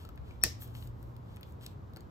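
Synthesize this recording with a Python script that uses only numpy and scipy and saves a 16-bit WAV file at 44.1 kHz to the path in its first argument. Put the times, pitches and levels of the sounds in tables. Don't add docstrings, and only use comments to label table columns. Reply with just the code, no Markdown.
import sys
import numpy as np
from scipy import signal
from scipy.fft import rfft, irfft
from scipy.io import wavfile

SR = 44100
rng = np.random.default_rng(int(sys.argv[2]) if len(sys.argv) > 2 else 0)


def file_out(sig):
    cols = np.atleast_2d(sig).T
    lim = np.clip(cols, -1, 1)
    pcm = np.round(lim * 32767).astype(np.int16)
    wavfile.write(sys.argv[1], SR, pcm)


N = 92610
EDGE_HZ = 15900

# (time [s], level [dB])
STRAP_CRACKS = [(0.4374, 5.5), (0.4381, -1.5)]
# (frequency [Hz], level [dB])
CRACK_SPECTRUM = [(150, -29), (600, -22.5), (1200, -43.5), (3300, -16), (5200, -10), (6400, -20),
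                  (7800, 0.5), (8600, -9.5), (9900, 4), (11000, -5.5), (12800, -12.5), (16000, -14)]
# (frequency [Hz], peak level [dB], T60 [s])
TOOL_MODES = [(1800, -42, .14), (1896, -25, .028), (2560, -26, .022), (3080, -37, 0.019), (3913, -42, .08),
              (4380, -40, .07), (4500, -39, .07), (5250, -37, .08), (5590, -31, .07), (6250, -46.5, .08),
              (7760, -29, 0.013)]
# (frequency [Hz], level [dB])
SPREAD_SPECTRUM = [(150, 1.5), (450, -2), (1000, -6.5), (1450, -10), (1850, -3), (2300, -6.5), (3200, -5),
                   (4000, -2), (4700, -1.5), (5350, 2.5), (6100, 1), (7200, -2.5), (10000, -14.5),
                   (13000, -5.5), (16000, -18.5)]
SPREAD_DB, RESTRIKE_DB = -0.5, -2
RING_SCATTER = .01
CRACK_LAG_S, RING_LAG_S = 0.0001498, .00007
CRACK_LEFT_DB, RING_LEFT_DB = 0, 3


def snip():
    crack, ringing, spread = np.zeros((3, N))
    for s, db in STRAP_CRACKS:
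        add(crack, s, amp(db) * pulse(CRACK_SPECTRUM))
    for hz, db, t60 in TOOL_MODES:
        add(ringing, STRAP_CRACKS[-1][0], ring(hz, db, t60))
        for s, rebound_db, _ in REBOUNDS[1:]:
            struck_hz = hz * (1 + RING_SCATTER * rng.standard_normal())
            add(ringing, s, ring(struck_hz, db + rebound_db + RESTRIKE_DB, t60))
    add(spread, STRAP_CRACKS[0][0], amp([SPREAD_DB]))
    direct = ports(crack, CRACK_LAG_S, CRACK_LEFT_DB) + ports(ringing, RING_LAG_S, RING_LEFT_DB)
    return direct + room(spread, SPREAD_SPECTRUM)


# (centre [Hz], half width [Hz], level [dB], T60 [s])
MODE_CROWDS = [(1840, 90, -46, .27), (5330, 420, -38, .27)]


def shimmer():
    hz, t = np.fft.rfftfreq(N, 1 / SR), np.arange(N) / SR
    out = np.zeros((2, N))
    for centre_hz, half_width_hz, db, t60 in MODE_CROWDS:
        resonance = 1 / (1 + ((hz - centre_hz) / half_width_hz) ** 2)
        crowd = evened(irfft(rfft(rng.standard_normal((2, N))) * resonance, N))
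        add(out, STRAP_CRACKS[-1][0], amp(db - 60 * t / t60) * crowd)
    return out


WHISTLE_HZ, WHISTLE_DB = 5425, -29.5
WHISTLE_RISE_S, WHISTLE_FALL_S = 0.0042, 0.0024
WHISTLE_SIDE_DB = 8.5


def whistle():
    t = np.arange(N) / SR - STRAP_CRACKS[0][0]
    swell = np.exp(-abs(t) / np.where(t < 0, WHISTLE_RISE_S, WHISTLE_FALL_S))
    tone = amp(WHISTLE_DB) * swell * np.sin(2 * np.pi * WHISTLE_HZ * t)
    return amp([[WHISTLE_SIDE_DB], [-WHISTLE_SIDE_DB]]) * tone


# (time [s], level [dB], T60 [s])
REBOUNDS = [(0.4388, -11, .02), (0.4425, -17, .012), (0.449, -14.5, .03), (0.455, -18, .025),
            (0.4625, -18, .04), (0.4746, -24, .04)]
# (frequency [Hz], level [dB])
CHATTER_SPECTRUM = [(200, -3), (500, -4), (1100, -8.5), (1850, -11), (3000, -8), (4000, -2), (5400, 1),
                    (6800, -7), (10000, -12), (16000, -13)]
# (time [s], frequency [Hz], peak level [dB], T60 [s])
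MOUNT_THUMPS = [(0.4403, 244, -37.5, 0.022), (0.449, 62.07, -39.5, .2), (0.45, 96.1, -39, 0.37),
                (.449, 176, -34.5, 0.051), (.449, 295, -40, .07), (0.462, 460, -41.5, 0.089),
                (.461, 614, -45, 0.079)]
CHATTER_SIDE_DB = 3


def recoil():
    out = np.zeros((2, N))
    for s, db, t60 in REBOUNDS:
        for side, gain in zip(out, amp([CHATTER_SIDE_DB, -CHATTER_SIDE_DB])):
            chatter = signal.fftconvolve(rattle(t60), pulse(CHATTER_SPECTRUM))
            add(side, s, gain * amp(db) * chatter)
    for s, hz, db, t60 in MOUNT_THUMPS:
        add(out, s, ring(hz, db, t60))
    return out


# (time [s], level [dB], tilt above 1 kHz [dB/octave], body level [dB])
CONTACTS = [(0.0511, -33.5, -1, -42), (0.0901, -33, 2, -38), (0.159, -42.5, 5, -53),
            (0.1761, -39.5, -3, -33), (.3090, -41, -4.5, -45), (0.4147, -41, 2, -33),
            (0.6215, -37, 2.5, -31), (0.6768, -32, 7, -46), (0.7512, -33.5, -3, -33.5),
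            (0.8252, -35, -8, -37), (0.8736, -33.5, 3.5, -46), (1.028, -34, 9.5, -44),
            (1.1655, -36.5, 4, -44), (1.3621, -34.5, 5.5, -42.5), (1.3690, -38.5, 2, -33),
            (1.4103, -32, 12, -38), (1.4310, -32, 0, -33), (1.4356, -41, 7, -43), (1.5229, -39.5, 3, -48),
            (1.6108, -40, -2, -44), (1.6629, -23.5, 3, -52), (1.6650, -24.5, -0.5, -52),
            (1.9354, -39.5, 2.5, -49), (1.9622, -34, 1, -35), (1.9698, -34, 4.5, -32.5),
            (2.0073, -34.5, 4, -52)]
# (frequency [Hz], level [dB])
CONTACT_SPECTRUM = [(200, -9.5), (1300, -9), (2200, -3.5), (4000, 6), (6000, -5.5), (8000, -2), (10000, -4),
                    (12500, -3), (16000, -5.5)]
# (frequency [Hz], level [dB])
BODY_SPECTRUM = [(200, 1.5), (600, 0.5), (1300, 0.5), (2200, 2), (3200, -5), (4300, -7.5), (6000, -22),
                 (16000, -29)]
# (time [s], level [dB], frequency [Hz], T60 [s])
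MOUNT_KNOCKS = [(.050, -50, 1316, .04), (.090, -48, 1290, 0.035), (.309, -51, 2310, 0.023),
                (.621, -48, 3300, .016), (.752, -46, 3200, .012), (0.825, -48, 3000, .02),
                (1.3690, -51, 3300, .008), (1.4310, -45, 3400, .008), (1.6634, -39, 7690, .006),
                (1.6642, -42, 3900, .005), (1.6650, -42, 5600, .004), (1.9622, -44, 4300, .007),
                (1.9634, -57.5, 1605, 0.032), (1.966, -44, 318, 0.047), (1.97, -44, 4460, .007),
                (1.9705, -40, 785, 0.0091), (1.9714, -51.5, 1350, .025)]
TICK_T60_S, TICK_RING_T60_S, BODY_T60_S = .006, 0.088, 0.03
TICK_RING_DB = -13


def ticks():
    out = np.zeros(N)
    for s, db, tilt, body_db in CONTACTS:
        contact = burst(TICK_T60_S) + amp(TICK_RING_DB) * burst(TICK_RING_T60_S)
        add(out, s, amp(db) * signal.fftconvolve(contact, pulse(CONTACT_SPECTRUM, tilt)))
        body = signal.fftconvolve(burst(BODY_T60_S), pulse(BODY_SPECTRUM))
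        add(out, s, amp(body_db) * body)
    for s, db, hz, t60 in MOUNT_KNOCKS:
        add(out, s, ring(hz, db, t60))
    return out


# (time [s], rise [s], fall [s], level [dB], tilt above 1 kHz [dB/octave])
STROKES = [(.005, .03, 0.06, -63, -1), (.29, 0.054, 0.08, -67.5, -3), (.625, 0.018, 0.024, -48.5, 9),
           (.63, 0.041, 0.096, -64, 0.5), (.765, 0.021, 0.034, -58.5, 2), (.822, 0.039, 0.057, -61.5, 4.5),
           (1.03, 0.064, .12, -75, 3.5), (1.335, 0.077, .04, -69.5, -2), (1.495, 0.043, 0.043, -70.5, 3),
           (1.639, 0.025, 0.022, -58, 0), (1.71, 0.036, 0.028, -73.5, 4), (1.98, .02, 0.066, -85, 4)]
# (frequency [Hz], level [dB])
SLIDE_SPECTRUM = [(300, -6), (1500, 1.5), (2300, 1.5), (3200, 8), (4300, 4), (6000, -3), (8000, -1),
                  (10200, -5), (12300, 1), (14500, -2), (16000, -8)]
GRAINS_PER_S, GRAIN_SPREAD_DB = 17000, 1


def slides():
    t, out = np.arange(N) / SR, np.zeros(N)
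    for s, rise_s, fall_s, db, tilt in STROKES:
        grains = rng.standard_normal(N) * (rng.random(N) < GRAINS_PER_S / SR)
        slips = grains * amp(GRAIN_SPREAD_DB * np.minimum(rng.exponential(1, N), 3))
        stroke = np.exp(-((t - s) / np.where(t < s, rise_s, fall_s)) ** 2)
        scrape = evened(signal.oaconvolve(slips, pulse(SLIDE_SPECTRUM, tilt))[:N])
        out += amp(db) * stroke * scrape
    return out


def ports(x, lag_s, left_db):
    hz = np.fft.rfftfreq(N, 1 / SR)
    left = irfft(rfft(x) * np.exp(-2j * np.pi * hz * lag_s), N)
    return np.array([amp(left_db / 2) * left, amp(-left_db / 2) * x])


# (frequency [Hz], T60 [s])
ROOM_DECAY = [(200, 0.4), (1000, 0.02), (2000, 0.45), (5400, 0.24), (9000, 0.27), (15000, 0.2)]
REFLECTIONS_PER_S, ROOM_GAP_S = 4000, 0.0044
ROOM_WASH = .8


def room(x, colour):
    reflections = sparse((2, SR // 2), REFLECTIONS_PER_S)
    echoes = evened(reflections + ROOM_WASH * rng.standard_normal((2, SR // 2)))
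    hz, t, bands = signal.stft(echoes, SR, nperseg=256)
    t60 = read(ROOM_DECAY, hz)[:, None]
    decay = amp(read(colour, hz)[:, None] - 60 * t / t60)
    bands = bands * decay * np.sqrt(np.log(1e6) / (t60 * SR))
    tail = signal.istft(bands, SR, nperseg=256)[1]
    out = np.zeros((2, N))
    add(out, ROOM_GAP_S, signal.fftconvolve(x[None], tail, axes=1))
    return out


# (time [s], level [dB])
RUMBLE_LEVEL = [(0, -54), (.15, -50.5), (.23, -43.5), (.3, -47), (.5, -51.5), (.8, -49), (1.0, -47),
                (1.25, -53), (1.45, -65), (1.8, -58), (2.1, -56.5)]
RUMBLE_HZ, RUMBLE_OCTAVES = 67, .4
RUMBLE_WIDTH = .4


def rumble():
    hz, t = np.fft.rfftfreq(N, 1 / SR), np.arange(N) / SR
    band = np.exp(-(np.log2((hz + 1) / RUMBLE_HZ) / RUMBLE_OCTAVES) ** 2 / 2)
    mid, side = irfft(rfft(rng.standard_normal((2, N))) * band, N)
    stereo = np.array([mid + RUMBLE_WIDTH * side, mid - RUMBLE_WIDTH * side])
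    return amp(np.interp(t, *np.transpose(RUMBLE_LEVEL))) * evened(stereo)


# (frequency [Hz], relative density [dB/Hz])
FLOOR_SPECTRUM = [(20, -32.5), (45, -11), (88, 1.5), (125, -1), (165, -7.5), (330, -14.5), (600, -19),
                  (1100, -21.5), (1800, -35), (2600, -42), (3700, -44), (5300, -48), (7500, -52.5),
                  (10300, -65), (12000, -48), (14500, -58), (16000, -59.5)]
# (frequency [Hz], correlation [-1 to 1])
FLOOR_LIKENESS = [(60, 0.97), (130, 0.81), (290, 0.7), (640, -0.41), (1400, -0.24), (4000, 0.43),
                  (15000, .2)]
# (time [s], level [dB])
HUM_LEVEL = [(0, -62), (.45, -57), (.65, -49), (.9, -47.5), (1.15, -49), (1.35, -57), (1.5, -62),
             (2.1, -62)]
FLOOR_DB, HUM_HZ = -48.5, 117.4
HUM_WAVER = 0.017


def background():
    hz, t = np.fft.rfftfreq(N, 1 / SR), np.arange(N) / SR
    a, b = rfft(rng.standard_normal((2, N)))
    same = np.clip(read(FLOOR_LIKENESS, hz), -1, 1)
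    pair = np.array([a, same * a + np.sqrt(1 - same ** 2) * b])
    air = evened(irfft(pair * amp(read(FLOOR_SPECTRUM, hz)), N))
    waver = evened(irfft(rfft(rng.standard_normal(N)) * np.exp(-(hz / 10) ** 2), N))
    hum = evened(np.sin(2 * np.pi * np.cumsum(HUM_HZ * (1 + HUM_WAVER * waver)) / SR))
    return amp(FLOOR_DB) * air + amp(np.interp(t, *np.transpose(HUM_LEVEL))) * hum


def amp(db):
    return 10 ** (np.asarray(db) / 20)


def evened(x):
    return x / np.sqrt(np.mean(x ** 2) + 1e-20)


def read(points, hz):
    f, value = np.transpose(points)
    return np.interp(np.log(hz + 1), np.log(f), value)


def add(mix, s, sound):
    part = mix[..., round(s * SR):][..., :sound.shape[-1]]
    part += sound[..., :part.shape[-1]]


def pulse(colour, tilt=0, size=2048):
    hz = abs(np.fft.fftfreq(size, 1 / SR))
    level_db = read(colour, hz) + tilt * np.log2(np.clip(hz, 1000, EDGE_HZ))
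    log_gain = np.log(amp(level_db))
    click = np.fft.ifft(np.exp(np.conj(signal.hilbert(log_gain)))).real
    return click / np.linalg.norm(click)


def ring(hz, db, t60):
    t = np.arange(SR // 2) / SR
    return amp(db - 60 * t / t60) * np.sin(2 * np.pi * hz * t)


def burst(t60):
    t = np.arange(SR // 4) / SR
    x = rng.standard_normal(len(t)) * amp(-60 * t / t60)
    return x / np.linalg.norm(x)


def sparse(shape, per_s):
    return evened(rng.standard_normal(shape) * (rng.random(shape) < per_s / SR))


RATTLE_PER_S = 7000


def rattle(t60):
    t = np.arange(SR // 4) / SR
    x = sparse(len(t), RATTLE_PER_S) * amp(-60 * t / t60)
    return x / np.linalg.norm(x)


# (frequency [Hz], level [dB])
ROOM_SPECTRUM = [(200, -9), (1000, -10.5), (2000, -6), (5400, -12), (7800, -14), (10000, -23.5),
                 (13000, -18.5), (16000, -20.5)]
HANDLING_LAG_S, HANDLING_LEFT_DB = 0.0001507, 4


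def scene():
    cut = snip() + shimmer() + whistle() + recoil()
    handling = ticks() + slides()
    direct = ports(handling, HANDLING_LAG_S, HANDLING_LEFT_DB)
    return cut + direct + room(handling, ROOM_SPECTRUM) + rumble() + background()


def record(dry):
    lowpass = signal.firwin(255, EDGE_HZ, window=("kaiser", 9), fs=SR)
    return signal.oaconvolve(dry, lowpass[None], "same", axes=1)


dry = scene()
out = record(dry)
file_out(out)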